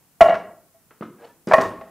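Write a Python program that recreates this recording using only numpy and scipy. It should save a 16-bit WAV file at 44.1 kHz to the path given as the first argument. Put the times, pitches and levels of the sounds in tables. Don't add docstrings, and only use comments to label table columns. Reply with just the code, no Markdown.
import sys
import numpy as np
from scipy import signal
from scipy.fft import rfft, irfft, next_fast_len
from scipy.io import wavfile
from scipy.ndimage import uniform_filter1d

SR = 44100
rng = np.random.default_rng(int(sys.argv[2]) if len(sys.argv) > 2 else 0)


def magnitude_from_level(level_db):
    exponent = np.asarray(level_db, float) / 20
    return 10 ** exponent


def wrap_up_sound(samples):
    columns = np.atleast_2d(samples).T
    tamed = np.clip(columns, -1, 1)
    steps = np.round(tamed * 32767).astype(np.int16)
    wavfile.write(sys.argv[1], SR, steps)


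N = 83790
ARM_LOW_HZ, ARM_CRACK_T60_S = 450, .035
PALM_T60_S = .088


def unit(x):
    return x / np.sqrt(np.mean(x ** 2) + 1e-20)


def along(points, hz):
    f, value = np.transpose(points)
    return np.interp(np.log(hz + 1), np.log(f + 1), value)


def filtered(x, response):
    size = next_fast_len(x.shape[-1] + SR // 2)
    spectrum = rfft(x, size) * response(np.fft.rfftfreq(size, 1 / SR))
    return irfft(spectrum, size)[..., :x.shape[-1]]


def highpass(x, hz):
    return signal.sosfilt(signal.butter(4, hz, "high", fs=SR, output="sos"), x)


def add(track, s, sound):
    part = track[round(s * SR):][:len(sound)]
    part += sound[:len(part)]


def puff(spectrum, t60):
    t = np.arange(SR // 8) / SR
    noise = filtered(rng.standard_normal(len(t)), lambda hz: magnitude_from_level(along(spectrum, hz)))
    return unit(noise) * magnitude_from_level(-60 * t / t60)


# f/Hz, level/dB
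CRACK_SPECTRUM = [(150, -120), (300, 12), (1500, 11.5), (3000, -4), (6000, -17), (12000, -38), (20000, -37)]


def knocks(blows, modes, low_hz, crack_t60, sag=0, loose=False):
    out, t = np.zeros(N), np.arange(SR // 2) / SR
    hz, mode_db, t60 = np.transpose(modes)[..., None]
    next_times = [blow[0] for blow in blows[1:]] + [np.inf]
    sag_s = .005
    choke_s, choke_left, free_t60_s = .006, .12, .2
    for (s, db, rise_ms, crack_db), then in zip(blows, next_times):
        bent_time = t + sag * min(magnitude_from_level(db), 1) * sag_s * (1 - np.exp(-t / sag_s))
        rings = magnitude_from_level(mode_db - 60 * t / t60) * np.sin(2 * np.pi * hz * bent_time)
        if loose:
            choke = ((then - s - t) / choke_s).clip(choke_left, 1)
            rings = rings * np.where(t60 < free_t60_s, choke, 1)
        strengths = magnitude_from_level(db + rng.normal(0, 2, len(modes)))
        add(out, s, -strengths @ rings * (1 - np.exp(-t * 1000 / rise_ms)))
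        crack = puff(CRACK_SPECTRUM, crack_t60)
        crack_rise_ms = 0.17 * rise_ms
        add(out, s, magnitude_from_level(crack_db) * crack * (1 - np.exp(-t[:len(crack)] * 1000 / crack_rise_ms)))
    return highpass(out, low_hz)


# t/s, blow level/dB, rise/ms, crack level/dB
UPPER_BLOWS = [(.2068, 2.5, 4, -14), (.2365, -11, 4, -34), (.253, -6, 5, -40), (.278, -18, 1, -28),
               (.284, -8, 3, -30), (.294, -8.5, 3, -19), (.303, -8.5, 1.8, -33), (.319, -9, 6, -34),
               (.342, -24, 6, -20), (.352, -32, 2, -22), (.74, -46.5, 19, -59)]
# f/Hz, level/dB, t60/s
UPPER_MODES = [(540, -16.5, 0.071), (562.6, -11.5, 0.067), (661, -10, 0.12), (664, 3, 0.15),
               (818, -15.5, 0.14), (964, -19, .08), (1090, -15, 0.18), (1364, -18.5, 0.13),
               (1676, -22, 0.16), (1903, -19.5, 0.17), (2235, -24.5, 0.17), (2784, -20.5, 0.064),
               (2960, -32, 0.12)]


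def upper_arm():
    return knocks(UPPER_BLOWS, UPPER_MODES, ARM_LOW_HZ, ARM_CRACK_T60_S, sag=.12, loose=True)


# t/s, blow level/dB, rise/ms, crack level/dB
LOWER_BLOWS = [
    (1.5346, -0.5, 1.5, -15),
    (1.558, -11, 26, -58),
    (1.581, -6.5, 3.1, -24),
    (1.592, -17.5, 1.8, -28),
    (1.615, -31.5, 2.6, -24),
    (1.65, -26.5, 3.5, -31),
    (1.812, -36, 1.4, -37),
    (1.87, -41.5, 5, -80),
]
# f/Hz, level/dB, t60/s
LOWER_MODES = [(577, -11, 0.12), (649.3, -1.5, 0.19), (643, -6, 0.1), (796, -4.5, 0.07), (925, -20, 0.098),
               (1096.4, -1.5, 0.084), (1277, -15, 0.079), (1473, -28, 0.015), (1731, -9, 0.039),
               (1842, -12, 0.18), (1943, -17, 0.19), (2444, -19, 0.067), (2847, -27, 0.093)]


def lower_arm():
    return knocks(LOWER_BLOWS, LOWER_MODES, ARM_LOW_HZ, ARM_CRACK_T60_S, loose=True)


# t/s, blow level/dB, rise/ms, crack level/dB
THIRD_BLOWS = [
    (1.5115, -5, 1.5, -27),
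    (1.5195, -4, 1.2, -21),
    (1.531, -14, 1, -24),
]
# f/Hz, level/dB, t60/s
THIRD_MODES = [(590, -12, .06), (662, 0, .15), (950, -4, .1), (1310, -15, .05), (1385, -14, .06),
               (1657, -10, .08), (2300, -20, .05)]


def third_arm():
    return knocks(THIRD_BLOWS, THIRD_MODES, ARM_LOW_HZ, ARM_CRACK_T60_S, loose=True)


# t/s, blow level/dB, rise/ms, crack level/dB
PEG_BLOWS = [
    (1.0235, -26.5, 0.5, -62),
]
# f/Hz, level/dB, t60/s
PEG_MODES = [(691, -1, .03), (950, -3, .03), (1252, -1.5, 0.031)]


def peg():
    return knocks(PEG_BLOWS, PEG_MODES, ARM_LOW_HZ, ARM_CRACK_T60_S)


# t/s, blow level/dB, rise/ms, crack level/dB
HARD_BLOWS = [
    (.2068, -8, 30, -80),
    (1.5346, -20, 25, -80),
]
# f/Hz, level/dB, t60/s
LONG_MODES = [(623, 0, .48), (655, -12, .4)]


def trunk_ring():
    return knocks(HARD_BLOWS, LONG_MODES, ARM_LOW_HZ, ARM_CRACK_T60_S)


def flutter(x):
    out = x.copy()
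    bounce_s, loss_db = .0225, 8.5
    for bounce in range(1, 8):
        add(out, bounce * bounce_s, magnitude_from_level(-loss_db * bounce) * x)
    return out


# t/s, blow level/dB, rise/ms, crack level/dB
THUD_BLOWS = [
    (.211, -26.5, 0.88, -69),
    (.29, -24.5, 3.4, -49),
    (1.0092, -28.5, .5, -41),
    (1.028, -35.5, 2.7, -38),
    (1.472, -19, 1.4, -53.5),
    (1.480, -28.5, 1.7, -35),
    (1.58, -18.5, 4.9, -26),
]
# f/Hz, level/dB, t60/s
TRUNK_MODES = [(203, -7.5, 0.18), (218, -7.5, 0.055), (242.3, 5, 0.045), (325, 1, 0.077),
               (402.2, -7.5, 0.19), (471.4, -10.5, 0.12), (510, -16.5, 0.044)]


def trunk_thuds():
    return flutter(knocks(THUD_BLOWS, TRUNK_MODES, 120, PALM_T60_S))


# t/s, blow level/dB, rise/ms, crack level/dB
ROCK_BLOWS = [
    (.21, -32, 1, -15),
    (.33, -36, 8.8, -77.5),
    (1.04, -57, 12, -82),
    (1.5, -34, 12, -72),
    (1.58, -29, 12, -66),
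    (1.66, -33.5, 4.4, -73),
    (1.78, -41.5, 5.4, -76),
]
# f/Hz, level/dB, t60/s
FRAME_MODES = [(38, -19.5, 0.25), (70, -15, 0.24), (99, -1, 0.1), (111, -3.5, 0.12), (189, -12, 0.17)]


def frame_rocking():
    return knocks(ROCK_BLOWS, FRAME_MODES, 25, PALM_T60_S)


# f/Hz, level/dB
SNAP_SPECTRUM = [(1500, -50), (3500, -1.5), (6000, 7), (12000, -7.5), (20000, -18)]
# t/s, snap level/dB, steel f/Hz, ring level/dB
TICKS = [
    (0.21, -25, 7100, -54),
    (0.351, -68.5, 4160, -68),
    (1.472, -38.5, 4960, -46),
    (1.487, -40, 7480, -57.5),
    (1.536, -26.5, 9100, -48),
    (1.5415, -32, 6540, -62),
    (1.5433, -34, 3770, -56),
    (1.6133, -30.5, 5495, -48.5),
    (1.619, -28, 9130, -51),
    (1.692, -52.5, 9000, -55),
]


def ticks():
    out, t = np.zeros(N), np.arange(SR // 4) / SR
    for s, db, hz, ring_db in TICKS:
        wander = .8 * unit(uniform_filter1d(rng.standard_normal(len(t)), size=300))
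        add(out, s, magnitude_from_level(db) * puff(SNAP_SPECTRUM, .008))
        add(out, s, magnitude_from_level(ring_db - 60 * t / .14) * np.sin(2 * np.pi * hz * t + wander))
    return out


def rubs(strokes, spectrum):
    t, out = np.arange(N) / SR, np.zeros(N)
    for s, rise, t60, db, tilt_db in strokes:
        grain_db = 2.2 * unit(uniform_filter1d(rng.standard_normal(N), size=130))
        grit = rng.standard_normal(N) * magnitude_from_level(grain_db)
        noise = unit(filtered(
            grit, lambda hz: magnitude_from_level(along(spectrum, hz) + tilt_db * np.log2(hz / 1000 + .01))))
        swell = ((t - s) / rise).clip(0, 1) ** 2
        out += noise * swell * magnitude_from_level(db - 60 * (t - s - rise).clip(0) / t60)
    return out


# t/s, rise/s, t60/s, level/dB, tilt/(dB per octave)
SCUFFS = [
    (-.1, 0.072, 0.82, -66.5, 6),
    (1.12, 0.13, 0.22, -45, 2.5),
    (1.471, 0.0047, 1, -33, 2),
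    (1.599, 0.0058, 0.23, -23, 1.5),
]
# t/s, rise/s, t60/s, level/dB, tilt/(dB per octave)
MORE_SCUFFS = [
    (1.235, .04, .2, -63, 5),
]
# f/Hz, level/(dB per Hz)
SCUFF_SPECTRUM = [(59, -80), (100, -54), (173, -14), (327, -17), (468, -10.5), (598, -8.5), (2960, -35.5),
                  (9000, -57), (11700, -82), (19800, -120)]


def shoe_scuffs():
    return rubs(SCUFFS, SCUFF_SPECTRUM) + rubs(MORE_SCUFFS, SCUFF_SPECTRUM)


# t/s, rise/s, t60/s, level/dB, tilt/(dB per octave)
BRUSHES = [
    (.904, 0.005, 0.22, -52, 3),
    (.79, 0.022, 0.13, -72, 0),
    (1.01, 0.017, 0.13, -40, 0),
]
# f/Hz, level/(dB per Hz)
BRUSH_SPECTRUM = [(88, -45), (150, -6), (235, 0), (927, -7), (1430, -5.5), (3090, -25), (6000, -49),
                  (7800, -55), (13200, -120)]


def sleeve_brushes():
    return rubs(BRUSHES, BRUSH_SPECTRUM)


# t/s, length/s, f/Hz, level/dB
SQUEAKS = [
    (1.2, 0.012, 1620, -58),
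    (1.228, 0.0069, 1660, -55),
    (1.248, 0.0045, 2960, -53),
    (1.252, 0.0035, 4460, -55.5),
    (1.243, 0.023, 469, -43),
    (1.305, 0.016, 950, -55.5),
    (1.31, .012, 1745, -59),
]


def shoe_squeaks():
    t, out = np.arange(N) / SR, np.zeros(N)
    for s, span, hz, db in SQUEAKS:
        out += magnitude_from_level(db) * np.exp(-.5 * ((t - s) / span) ** 2) * np.sin(2 * np.pi * hz * t)
    return out


# f/Hz, t60/s
ROOM_T60 = [(60, 0.39), (200, 0.73), (620, 0.51), (2000, 0.46), (6000, 0.27), (12000, 0.33)]
# f/Hz, level/dB
ROOM_COLOUR = [(50, -3), (200, 2.5), (480, 1.5), (680, -11.5), (950, 0), (2000, -2.5), (6000, 6),
               (14000, 7.5)]


def room(x):
    wet, step = np.zeros(N), round(.04 * SR)
    gap_s = 0.0098
    for start in range(0, N - step, step):
        hz, t, z = signal.stft(rng.standard_normal(SR * 2 // 3), SR, nperseg=256)
        decay = magnitude_from_level(-60 * t / along(ROOM_T60, hz)[:, None])
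        tail = signal.istft(z * decay, SR, nperseg=256)[1]
        tail = tail * (1 - np.exp(-np.arange(len(tail)) / SR / gap_s))
        piece = x[start:start + 2 * step] * np.hanning(2 * step)[:N - start]
        add(wet, start / SR, signal.fftconvolve(piece, tail / np.linalg.norm(tail)))
    return filtered(wet, lambda hz: magnitude_from_level(-7 + along(ROOM_COLOUR, hz)))


# f/Hz, level/(dB per Hz)
HISS_SPECTRUM = [(15, -49.5), (25, -17.5), (152, -3), (289, -10), (632, -19), (762, -16), (3730, -25),
                 (7710, -20), (15500, -18)]
# f/Hz, correlation (1 = identical)
LIKENESS = [(60, 0.53), (180, 0.72), (550, 0.95), (1650, 0.58), (4970, 0.12), (15000, 0.054)]


def hiss():
    def mid_side(hz):
        turn = np.arccos(np.clip(along(LIKENESS, hz), -1, 1)) / 2
        return magnitude_from_level(along(HISS_SPECTRUM, hz)) * [np.cos(turn), np.sin(turn)]

    mid, side = filtered(rng.standard_normal((2, N)), mid_side)
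    return magnitude_from_level(-61) * np.array([mid + side, mid - side]) / np.std(mid)


def scene():
    arms = upper_arm() + lower_arm() + third_arm() + peg()
    body = trunk_thuds() + frame_rocking() + ticks()
    dry = arms + body + shoe_scuffs() + sleeve_brushes()
    heard = dry + room(dry) + shoe_squeaks() + trunk_ring()
    balance_db = 0.08
    return heard * magnitude_from_level([[balance_db], [-balance_db]]) + hiss()


def low_pass(x):
    return signal.sosfilt(signal.butter(12, 15680, fs=SR, output="sos"), x)


def record(dry):
    bent = dry - 0.069 * dry ** 2 * np.abs(dry).clip(0, 1) ** 2
    clip_top, hardness = 1.03, 16
    clipped = bent / (1 + np.abs(bent / clip_top) ** hardness) ** (1 / hardness)
    mix = filtered(clipped, lambda hz: hz < 15680)
    return low_pass(mix)


dry = scene()
out = record(dry)
wrap_up_sound(out)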